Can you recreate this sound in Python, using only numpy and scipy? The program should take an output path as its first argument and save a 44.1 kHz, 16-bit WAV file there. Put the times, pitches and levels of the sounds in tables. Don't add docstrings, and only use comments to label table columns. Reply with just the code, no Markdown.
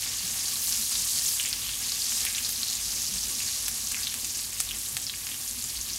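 import sys
import numpy as np
from scipy import signal
from scipy.fft import rfft, irfft
from scipy.io import wavfile

SR = 44100
rng = np.random.default_rng(int(sys.argv[2]) if len(sys.argv) > 2 else 0)


def transcribe(signal):
    frames = np.atleast_2d(signal).T
    limited = np.clip(frames, -1, 1)
    pcm = np.round(limited * 32767).astype(np.int16)
    wavfile.write(sys.argv[1], SR, pcm)


N = 263718


def gain_of(db):
    return 10 ** (np.asarray(db) / 20)


def evened(x):
    return x / np.sqrt(np.mean(x ** 2) + 1e-20)


def read(points, hz):
    point_hz, value = np.transpose(points)
    return np.interp(np.log(hz + 1), np.log(point_hz), value)


def add(mix, s, sound):
    part = mix[max(round(s * SR), 0):][:len(sound)]
    part += sound[:len(part)]


def coloured(x, points):
    hz = np.fft.rfftfreq(len(x), 1 / SR)
    return irfft(rfft(x) * gain_of(read(points, hz)), len(x))


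def drift(rate_hz):
    hz = np.fft.rfftfreq(N, 1 / SR)
    return evened(irfft(rfft(rng.standard_normal(N)) / (1 + (hz / rate_hz) ** 2), N))


def resonate(x, hz, width_hz):
    return signal.lfilter(*signal.iirpeak(hz, hz / width_hz, SR), x)


def thinned(x, lowest_hz=900):
    return signal.lfilter(*signal.butter(2, lowest_hz, "high", fs=SR), x)


def burst(hz, cycles, glide, ring_slope=0.2, damping=0.86, size=400):
    turns = np.arange(size) * hz / SR
    age = turns / (cycles * (hz / 5000) ** ring_slope)
    envelope = (age * np.exp(1 - age)) ** damping
    bend = 1 + glide * (np.tanh(age / 4) - .5)
    return envelope * np.sin(2 * np.pi * turns * bend)


# frequency in Hz, level in dB per Hz.
SIZZLE_COLOUR = [(250, -10.5), (520, -17), (800, -14.5), (1100, -12.5), (1400, -18), (1900, -13.5),
                 (2800, -8), (3700, -5.5), (4500, -3), (6500, 0.13), (8200, -1.5), (11500, -3), (13300, -8),
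                 (14300, -9), (15800, -14.5)]
# bubble pitch in Hz, spread in dB.
BURST_SPREAD = [(1500, 2.5), (2700, 2.5), (4500, 1.5), (8000, -1), (15000, 1)]
SIZZLE_DB = -32


def bubbles(per_s=4000, cap=4.26, cycles=0.63, glide=0.12, surge_db=0.22, swell_db=0.53, swell_hz=6, count=64):
    t = np.arange(0, N / SR, .01)
    swell = swell_db * drift(swell_hz)[(t * SR).astype(int)]
    surge = surge_db * rng.standard_normal(len(t)) + swell
    out = np.zeros(N)
    for hz in np.geomspace(1100, 15500, count):
        boil = boil_db(t, hz)
        level_db = boil - boil.mean() + surge
        chance = per_s / count * np.sqrt(hz / 5000) / SR
        luck = rng.random(N) / chance
        at = np.flatnonzero(luck < 1)
        rarity = np.minimum(-np.log(luck[at]), cap)
        sizes = gain_of(read(BURST_SPREAD, hz) * rarity)
        sizes /= np.linalg.norm(sizes)
        clicks = np.zeros(N)
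        clicks[at] = (-1) ** at * sizes * gain_of(np.interp(at / SR, t, level_db))
        ring = kitchen(evened(burst(hz, cycles, glide)))
        out += np.sqrt(hz) * signal.oaconvolve(clicks, ring)[:N]
    return gain_of(SIZZLE_DB) * evened(coloured(out, SIZZLE_COLOUR))


# bubble pitch in Hz, level change in dB per s.
BOIL_OFF = [(1500, -1.0), (3000, -0.87), (5000, -1.36), (8000, -0.88), (12000, -0.6)]
# start in seconds, length in seconds, rise in dB, bubble pitch in Hz.
BOIL_FLARES = [(0.02, 0.13, -4.5, 13000), (0.333, 0.059, 3, 5570), (0.52, 0.85, 3, 10900),
               (0.603, 0.67, 2, 5550), (0.85, .5, 1, 7000), (1.994, 0.27, 1.1, 7000),
               (1.528, 0.058, -0.5, 10000), (1.77, 0.42, 4, 4370), (1.877, 0.75, 1, 11500),
               (2.397, 0.36, 4.5, 4360), (2.787, 0.84, 4.5, 5600), (3.685, 0.36, 4, 6000),
               (4.217, 0.18, 3, 6400), (4.427, 0.085, -2.5, 10000), (4.73, 0.18, 2, 9500),
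               (5.04, 0.054, -4.5, 9350), (5.117, .4, 1.5, 11800), (5.55, 0.42, 2.5, 5500)]
FLARE_ATTACK_S, FLARE_RELEASE_S, FLARE_OCTAVES = 0.055, 0.071, 0.79


def boil_db(t, hz):
    level_db = read(BOIL_OFF, hz) * t
    for start, length, rise_db, centre_hz in BOIL_FLARES:
        attack = np.clip((t - start) / FLARE_ATTACK_S, 0, 1)
        release = np.exp(-np.maximum(t - start - length, 0) / FLARE_RELEASE_S)
        nearness = np.exp(-(np.log2(hz / centre_hz) / FLARE_OCTAVES) ** 2)
        level_db = level_db + rise_db * attack * release * nearness
    return level_db


# start in seconds, level of the ring in dB, pitch in Hz, ring in cycles (as at 5 kHz).
BIG_POPS = [(0.032, -23.0, 2760, 0.56), (0.248, -22.0, 4200, 0.86), (0.278, -20.5, 7460, 1.7),
            (0.397, -18.0, 6200, 0.8), (0.557, -20.5, 4120, 1.4), (0.672, -21, 4270, 2),
            (0.69, -13.0, 8210, 0.5), (0.724, -9, 5760, 0.84), (0.775, -14.5, 6280, 0.43),
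            (1.165, -25, 4600, 1.8), (1.188, -14.0, 5100, 0.7), (1.262, -16.0, 7040, 1.8),
            (1.287, -17, 5860, 1.8), (1.398, -15, 3040, 1.2), (1.407, -18.0, 3530, 0.64),
            (1.414, -17, 8440, 1.3), (1.43, -14, 7780, 0.57), (1.451, -21, 2790, 0.5),
            (1.458, -14, 7060, 1.4), (1.479, -17.5, 7100, 0.95), (1.489, -14, 9040, 0.46),
            (1.529, -12.5, 4830, 1.1), (1.533, -24, 2750, 0.82), (1.619, -22, 3740, 0.87),
            (1.664, -25, 3000, 1.3), (1.693, -19.5, 3060, 0.5), (1.89, -17, 4990, 0.56),
            (1.92, -20, 4650, 1.3), (2.02, -17.5, 4670, 2), (2.058, -20, 5960, 0.7),
            (2.121, -18.5, 2980, 0.43), (2.121, -17, 6620, 0.7), (2.207, -11, 7240, 0.65),
            (2.266, -17, 3080, 0.62), (2.268, -22, 2280, 0.83), (2.287, -19.5, 5880, 0.95),
            (2.327, -19.5, 7100, 1.3), (2.349, -19.5, 3820, 1.2), (2.36, -19, 5980, 1.3),
            (2.381, -17.5, 6930, 1.3), (2.383, -17, 3030, 0.71), (2.448, -16.5, 4750, 0.95),
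            (2.632, -12, 4370, 1), (2.701, -15, 6700, 0.95), (2.71, -16.5, 6310, 0.5),
            (2.727, -19.5, 4800, 0.95), (2.753, -15, 6800, 1), (2.849, -20.5, 5670, 0.95),
            (2.882, -19.5, 5970, 0.95), (2.912, -18.5, 6310, 0.78), (2.958, -19, 6190, 0.54),
            (2.977, -17.5, 6920, 0.42), (2.999, -19, 6600, 1.2), (3.019, -17.5, 6130, 1.3),
            (3.066, -18.5, 5580, 0.95), (3.139, -16, 5790, 0.7), (3.148, -26.0, 3280, 0.35),
            (3.231, -18, 5810, 1.5), (3.314, -17, 8030, 0.95), (3.394, -18.5, 5200, 0.5),
            (3.404, -23, 2780, 0.85), (3.414, -31.0, 2790, 1.8), (3.434, -27, 2710, 0.64),
            (3.871, -15, 5800, 0.7), (3.945, -19.0, 2550, 0.95), (3.969, -26, 2200, 0.57),
            (4.011, -19.5, 8120, 1.1), (4.033, -16, 4600, 0.95), (4.042, -18, 5300, 0.7),
            (4.071, -14.5, 3660, 0.88), (4.099, -20.5, 5540, 1.3), (4.126, -28.5, 3190, 0.7),
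            (4.295, -26, 4780, 1.1), (4.351, -20, 5860, 0.95), (4.373, -18.0, 7520, 0.79),
            (4.392, -19, 4550, 0.64), (4.411, -23.5, 8090, 1.8), (4.442, -23, 4680, 0.95),
            (4.527, -31.5, 2440, 0.86), (4.532, -18.0, 7460, 0.76), (4.69, -23, 3550, 0.99),
            (4.71, -20.5, 2960, 0.92), (4.747, -32, 3010, 1.5), (4.787, -21, 7680, 1.8),
            (5.0, -24.0, 7460, 1.3), (5.018, -20, 8100, 0.46), (5.027, -24, 6010, 1.6),
            (5.04, -27, 7860, 1.8), (5.067, -17, 5140, 1.4), (5.097, -16, 3640, 0.72),
            (5.138, -24.5, 2540, 0.7), (5.157, -22.0, 9800, 0.5), (5.242, -26.0, 4500, 0.65),
            (5.269, -26, 2810, 0.7), (5.29, -28, 2760, 0.7), (5.317, -25, 3320, 0.95),
            (5.343, -25.5, 3000, 0.66), (5.412, -24, 8030, 0.95), (5.478, -19, 6150, 0.7),
            (5.495, -18.0, 9270, 0.56), (5.511, -18, 7250, 0.95), (5.624, -15, 7590, 0.5),
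            (5.641, -16.5, 6930, 0.95), (5.696, -22, 5180, 0.5), (5.753, -30.0, 3120, 0.95),
            (5.772, -22, 4650, 1.1), (5.813, -17.5, 6410, 1.4), (5.889, -31, 2910, 0.95),
            (5.899, -22.0, 4680, 1.2), (5.933, -20, 5510, 1.3), (5.961, -17.5, 8120, 0.7)]


def pops(glide=0.024, snap_db=-7, snap_pitch=1.6, snap_cycles=0.075):
    out = np.zeros(N)
    for s, db, hz, cycles in list(BIG_POPS) + stray_pops():
        snap = gain_of(snap_db) * burst(hz * snap_pitch, snap_cycles, 0)
        pop = gain_of(db) * (burst(hz, cycles, glide) - snap)
        add(out, s, kitchen(pop, near_db=-7.0, near_t60=0.16, room_db=-8.0))
    return out


STRAY_PER_S, STRAY_DB, STRAY_SPREAD_DB = 60, -25, 4
STRAY_LOW_HZ, STRAY_HIGH_HZ, STRAY_CYCLES = 3925, 8500, 1.3


def stray_pops():
    rows = []
    for when, size, luck in rng.random((int(STRAY_PER_S * N / SR), 3)):
        s = when * N / SR
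        hz = STRAY_LOW_HZ * (STRAY_HIGH_HZ / STRAY_LOW_HZ) ** size
        db = STRAY_DB + boil_db(s, hz) + STRAY_SPREAD_DB * (2 * luck - 1)
        rows.append((s, db, hz, STRAY_CYCLES))
    return rows


# start in seconds, level in dB before the trim, pitch in Hz, knock on the wok in dB,
# length of the spray in seconds, spray in dB; knock and spray count from the crack.
SPITS_AND_TICK = [(2.2514, -5.5, 10500, -10, 0.00043, -10), (2.4916, -10, 10400, -13, .0026, -5),
                  (3.1602, -25, 5000, 0, 0.0011, -13), (3.682, -10, 10300, -5.5, 0.0028, 3),
                  (3.9159, -15, 7540, -24, 0.0041, 7.5), (4.1415, -11, 8700, -7, 0.0031, -15),
                  (4.2452, -17.5, 6600, -19, 0.0025, 8), (4.6029, -2.5, 8500, -11.5, 0.0014, -16),
                  (4.9684, -10.5, 7660, -3, 0.00078, -4), (5.2683, -20, 6000, -12, 0.003, 0),
                  (5.3428, -27.5, 8500, -11, .001, -4)]


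def spits_and_tick(cycles=0.39, snap_db=-9, snap_hz=12500, snap_cycles=0.12, trim_db=0.5, count=12):
    out = np.zeros(N)
    for s, db, hz, knock_db, spray_s, spray_db in SPITS_AND_TICK:
        crack = burst(hz, cycles, 0) - gain_of(snap_db) * burst(snap_hz, snap_cycles, 0)
        hit = np.zeros(2 * len(crack))
        for when, size in zip(rng.random(count), rng.standard_normal(count)):
            add(hit, 2 / hz + when * spray_s, size * crack)
        hit *= gain_of(spray_db) * np.linalg.norm(crack) / np.linalg.norm(hit)
        add(hit, 0, crack)
        hit = thinned(hit)
        add(hit, 0, gain_of(knock_db) * knock())
        add(out, s, kitchen(gain_of(db + trim_db) * hit, near_db=-6.0, room_db=-14))
    return out


# frequency in Hz, relative level in dB.
KNOCK_COLOUR = [(250, -20), (550, -14.5), (1100, -9.5), (1750, -7), (2900, 3.5), (4500, 4.5), (9000, -26),
                (15000, -35)]


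def knock(lag_s=0.000372, lag_hz=1000, size=512):
    hz = np.fft.rfftfreq(size, 1 / SR)
    phase = -2 * np.pi * 2 * lag_s * np.sqrt(hz * lag_hz)
    chirp = irfft(gain_of(read(KNOCK_COLOUR, hz)) * np.exp(1j * phase))[:size // 2]
    return chirp / abs(chirp).max()


# start in seconds,
# length in seconds, start pitch in Hz, end pitch in Hz, rms level in dB before the trim.
STEAM_RUNS = [(0, .1, 2720, 2700, -39), (0.583, .15, 11900, 11000, -28), (0.883, 0.16, 5050, 5800, -27.5),
              (1.22, .12, 11900, 11000, -28), (1.342, 0.21, 3100, 2500, -36),
              (1.599, 0.15, 3300, 4270, -33.5), (2.017, .2, 4700, 8400, -30), (2.2, 0.24, 2200, 2630, -38),
              (2.486, .06, 12000, 11600, -29), (3.39, .12, 2720, 2160, -42), (3.656, .015, 5500, 8500, -27),
              (3.914, .13, 2280, 1970, -41), (4.026, .13, 4670, 3070, -35),
              (4.567, 0.048, 7400, 5870, -29.5), (4.658, 0.11, 3830, 2780, -43),
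              (5.009, 0.096, 7500, 4500, -33), (5.26, .095, 2930, 2970, -42),
              (5.868, 0.12, 4340, 5800, -34.5)]


def sputters(per_s=300, spread_db=4.0, scatter=0.22, cycles=0.72, glide=0.1, trim_db=-10.5, size=300):
    out = np.zeros(N)
    for start, length, start_hz, end_hz, db in STEAM_RUNS:
        run = np.zeros(round(length * SR) + 400)
        for place, luck, detune in rng.random((size, 3))[:int(per_s * length) + 1]:
            pocket_hz = start_hz * (end_hz / start_hz) ** place
            hz = pocket_hz * (1 + scatter * (2 * detune - 1))
            swell = np.sqrt(np.sin(np.pi * place))
            loudness = gain_of(-spread_db * np.log(luck + 0.078))
            add(run, place * length, swell * loudness * burst(hz, cycles, glide))
        add(out, start, kitchen(gain_of(db + trim_db) * evened(run)))
    return out


def crackle(per_s=60, level_db=-26, spread_db=6, hz=7000, cycles=.2):
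    at = np.flatnonzero(rng.random(N) < per_s / SR)
    chance_db = spread_db * rng.uniform(-1.2, 1, len(at))
    clicks = np.zeros(N)
    clicks[at] = (-1) ** at * gain_of(level_db + boil_db(at / SR, hz) + chance_db)
    return kitchen(signal.oaconvolve(clicks, burst(hz, cycles, 0)))[:N]


# frequency in Hz, width in Hz, level in dB against the direct sound.
BOWL_MODES = [(493.4, 7.8, 12), (759, 34, 5), (1139, 11.4, 3.5), (1670, 17, -0.5), (1831, 31, -4),
              (3200, 6.6, 1), (6670, 23, -2)]


def wok(x):
    return x + sum(gain_of(db) * resonate(x, hz, width_hz) for hz, width_hz, db in BOWL_MODES)


# delay in seconds before random scaling, level in dB.
EARLY_ECHOES = [(.0007, -22.5), (.00136, -10), (.00197, -14), (.0038, -14), (.0056, -20.5), (.0061, -10.5),
                (.0069, -10.5)]


def kitchen(x, near_db=-6, near_t60=0.29, room_db=-9, room_t60=1.0, size=14000, count=30):
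    t = np.arange(size) / SR
    response = np.zeros(size)
    for db, t60 in ((near_db, near_t60), (room_db, room_t60)):
        tail = rng.standard_normal(size) * gain_of(-60 * t / t60)
        response += gain_of(db) * tail / np.linalg.norm(tail)
    response[0] += 1
    for delay, db in EARLY_ECHOES:
        blur = rng.standard_normal(count) * np.hanning(count)
        add(response, delay * rng.uniform(.85, 1.05), gain_of(db) * blur / np.linalg.norm(blur))
    return signal.oaconvolve(x, response)


# centre in seconds,
# peak of the upper tone in dB, its pitch at the centre in Hz, length in seconds.
WOK_NUDGES = [(0.252, -42.5, 178, 0.029), (0.799, -46, 220, 0.042), (1.004, -50, 185, .044),
              (2.894, -48, 53, .15), (3.143, -45.5, 190, .085), (3.28, -48, 52, 0.21),
              (3.93, -46, 51.5, 0.091), (3.97, -51, 229.4, 0.079), (4.697, -48, 50.8, .16),
              (5.594, -47, 227, 0.037), (5.794, -41.5, 55, 0.092)]


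def nudges(sag=.08, body_db=-9, body_share=.68):
    t, out = np.arange(N) / SR, np.zeros(N)
    for s, db, hz, length in WOK_NUDGES:
        age = np.clip(2 * (t - s) / length, -4, 4)
        turns = np.cumsum(hz * (1 - sag * np.tanh(age))) / SR + rng.random()
        tone = np.sin(2 * np.pi * turns)
        body = gain_of(body_db) * np.sin(2 * np.pi * body_share * turns)
        out += gain_of(db) * np.exp(-age ** 2) * (tone + body)
    return out


# frequency in Hz, level in dB per Hz.
FLAME_COLOUR = [(20, -28), (38, -21), (55, -0.5), (69, -7.5), (88, -13), (111, -15), (134, -4),
                (165, -15.5), (200, -14.5), (228, -5), (285, -15), (400, -18.5), (650, -23), (1500, -25)]
FLAME_DB = -48
# frequency in Hz, rms level in dB before the waver.
HUM_TONES = [(50, -58), (89.5, -59.5), (100, -63)]


def burner(flutter_db=1.57, waver_db=0.5):
    t = np.arange(N) / SR
    flame = evened(coloured(rng.standard_normal(N), FLAME_COLOUR))
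    flame = flame * gain_of(FLAME_DB + flutter_db * drift(21.0))
    hum = np.zeros(N)
    for hz, db in HUM_TONES:
        level = gain_of(db + waver_db * drift(2.4))
        hum += level * np.sqrt(2) * np.sin(2 * np.pi * (hz * t + rng.random()))
    return flame + hum


def scene():
    bursts = thinned(sputters() + pops() + crackle()) + spits_and_tick()
    frying = wok(bubbles() + bursts)
    return (frying + burner() + nudges())[None]


EDGE_HZ = 15850


def record(dry):
    low_pass = signal.firwin(511, EDGE_HZ, window=("kaiser", 9), fs=SR)
    return signal.oaconvolve(dry, low_pass[None], "same")


dry = scene()
out = record(dry)
transcribe(out)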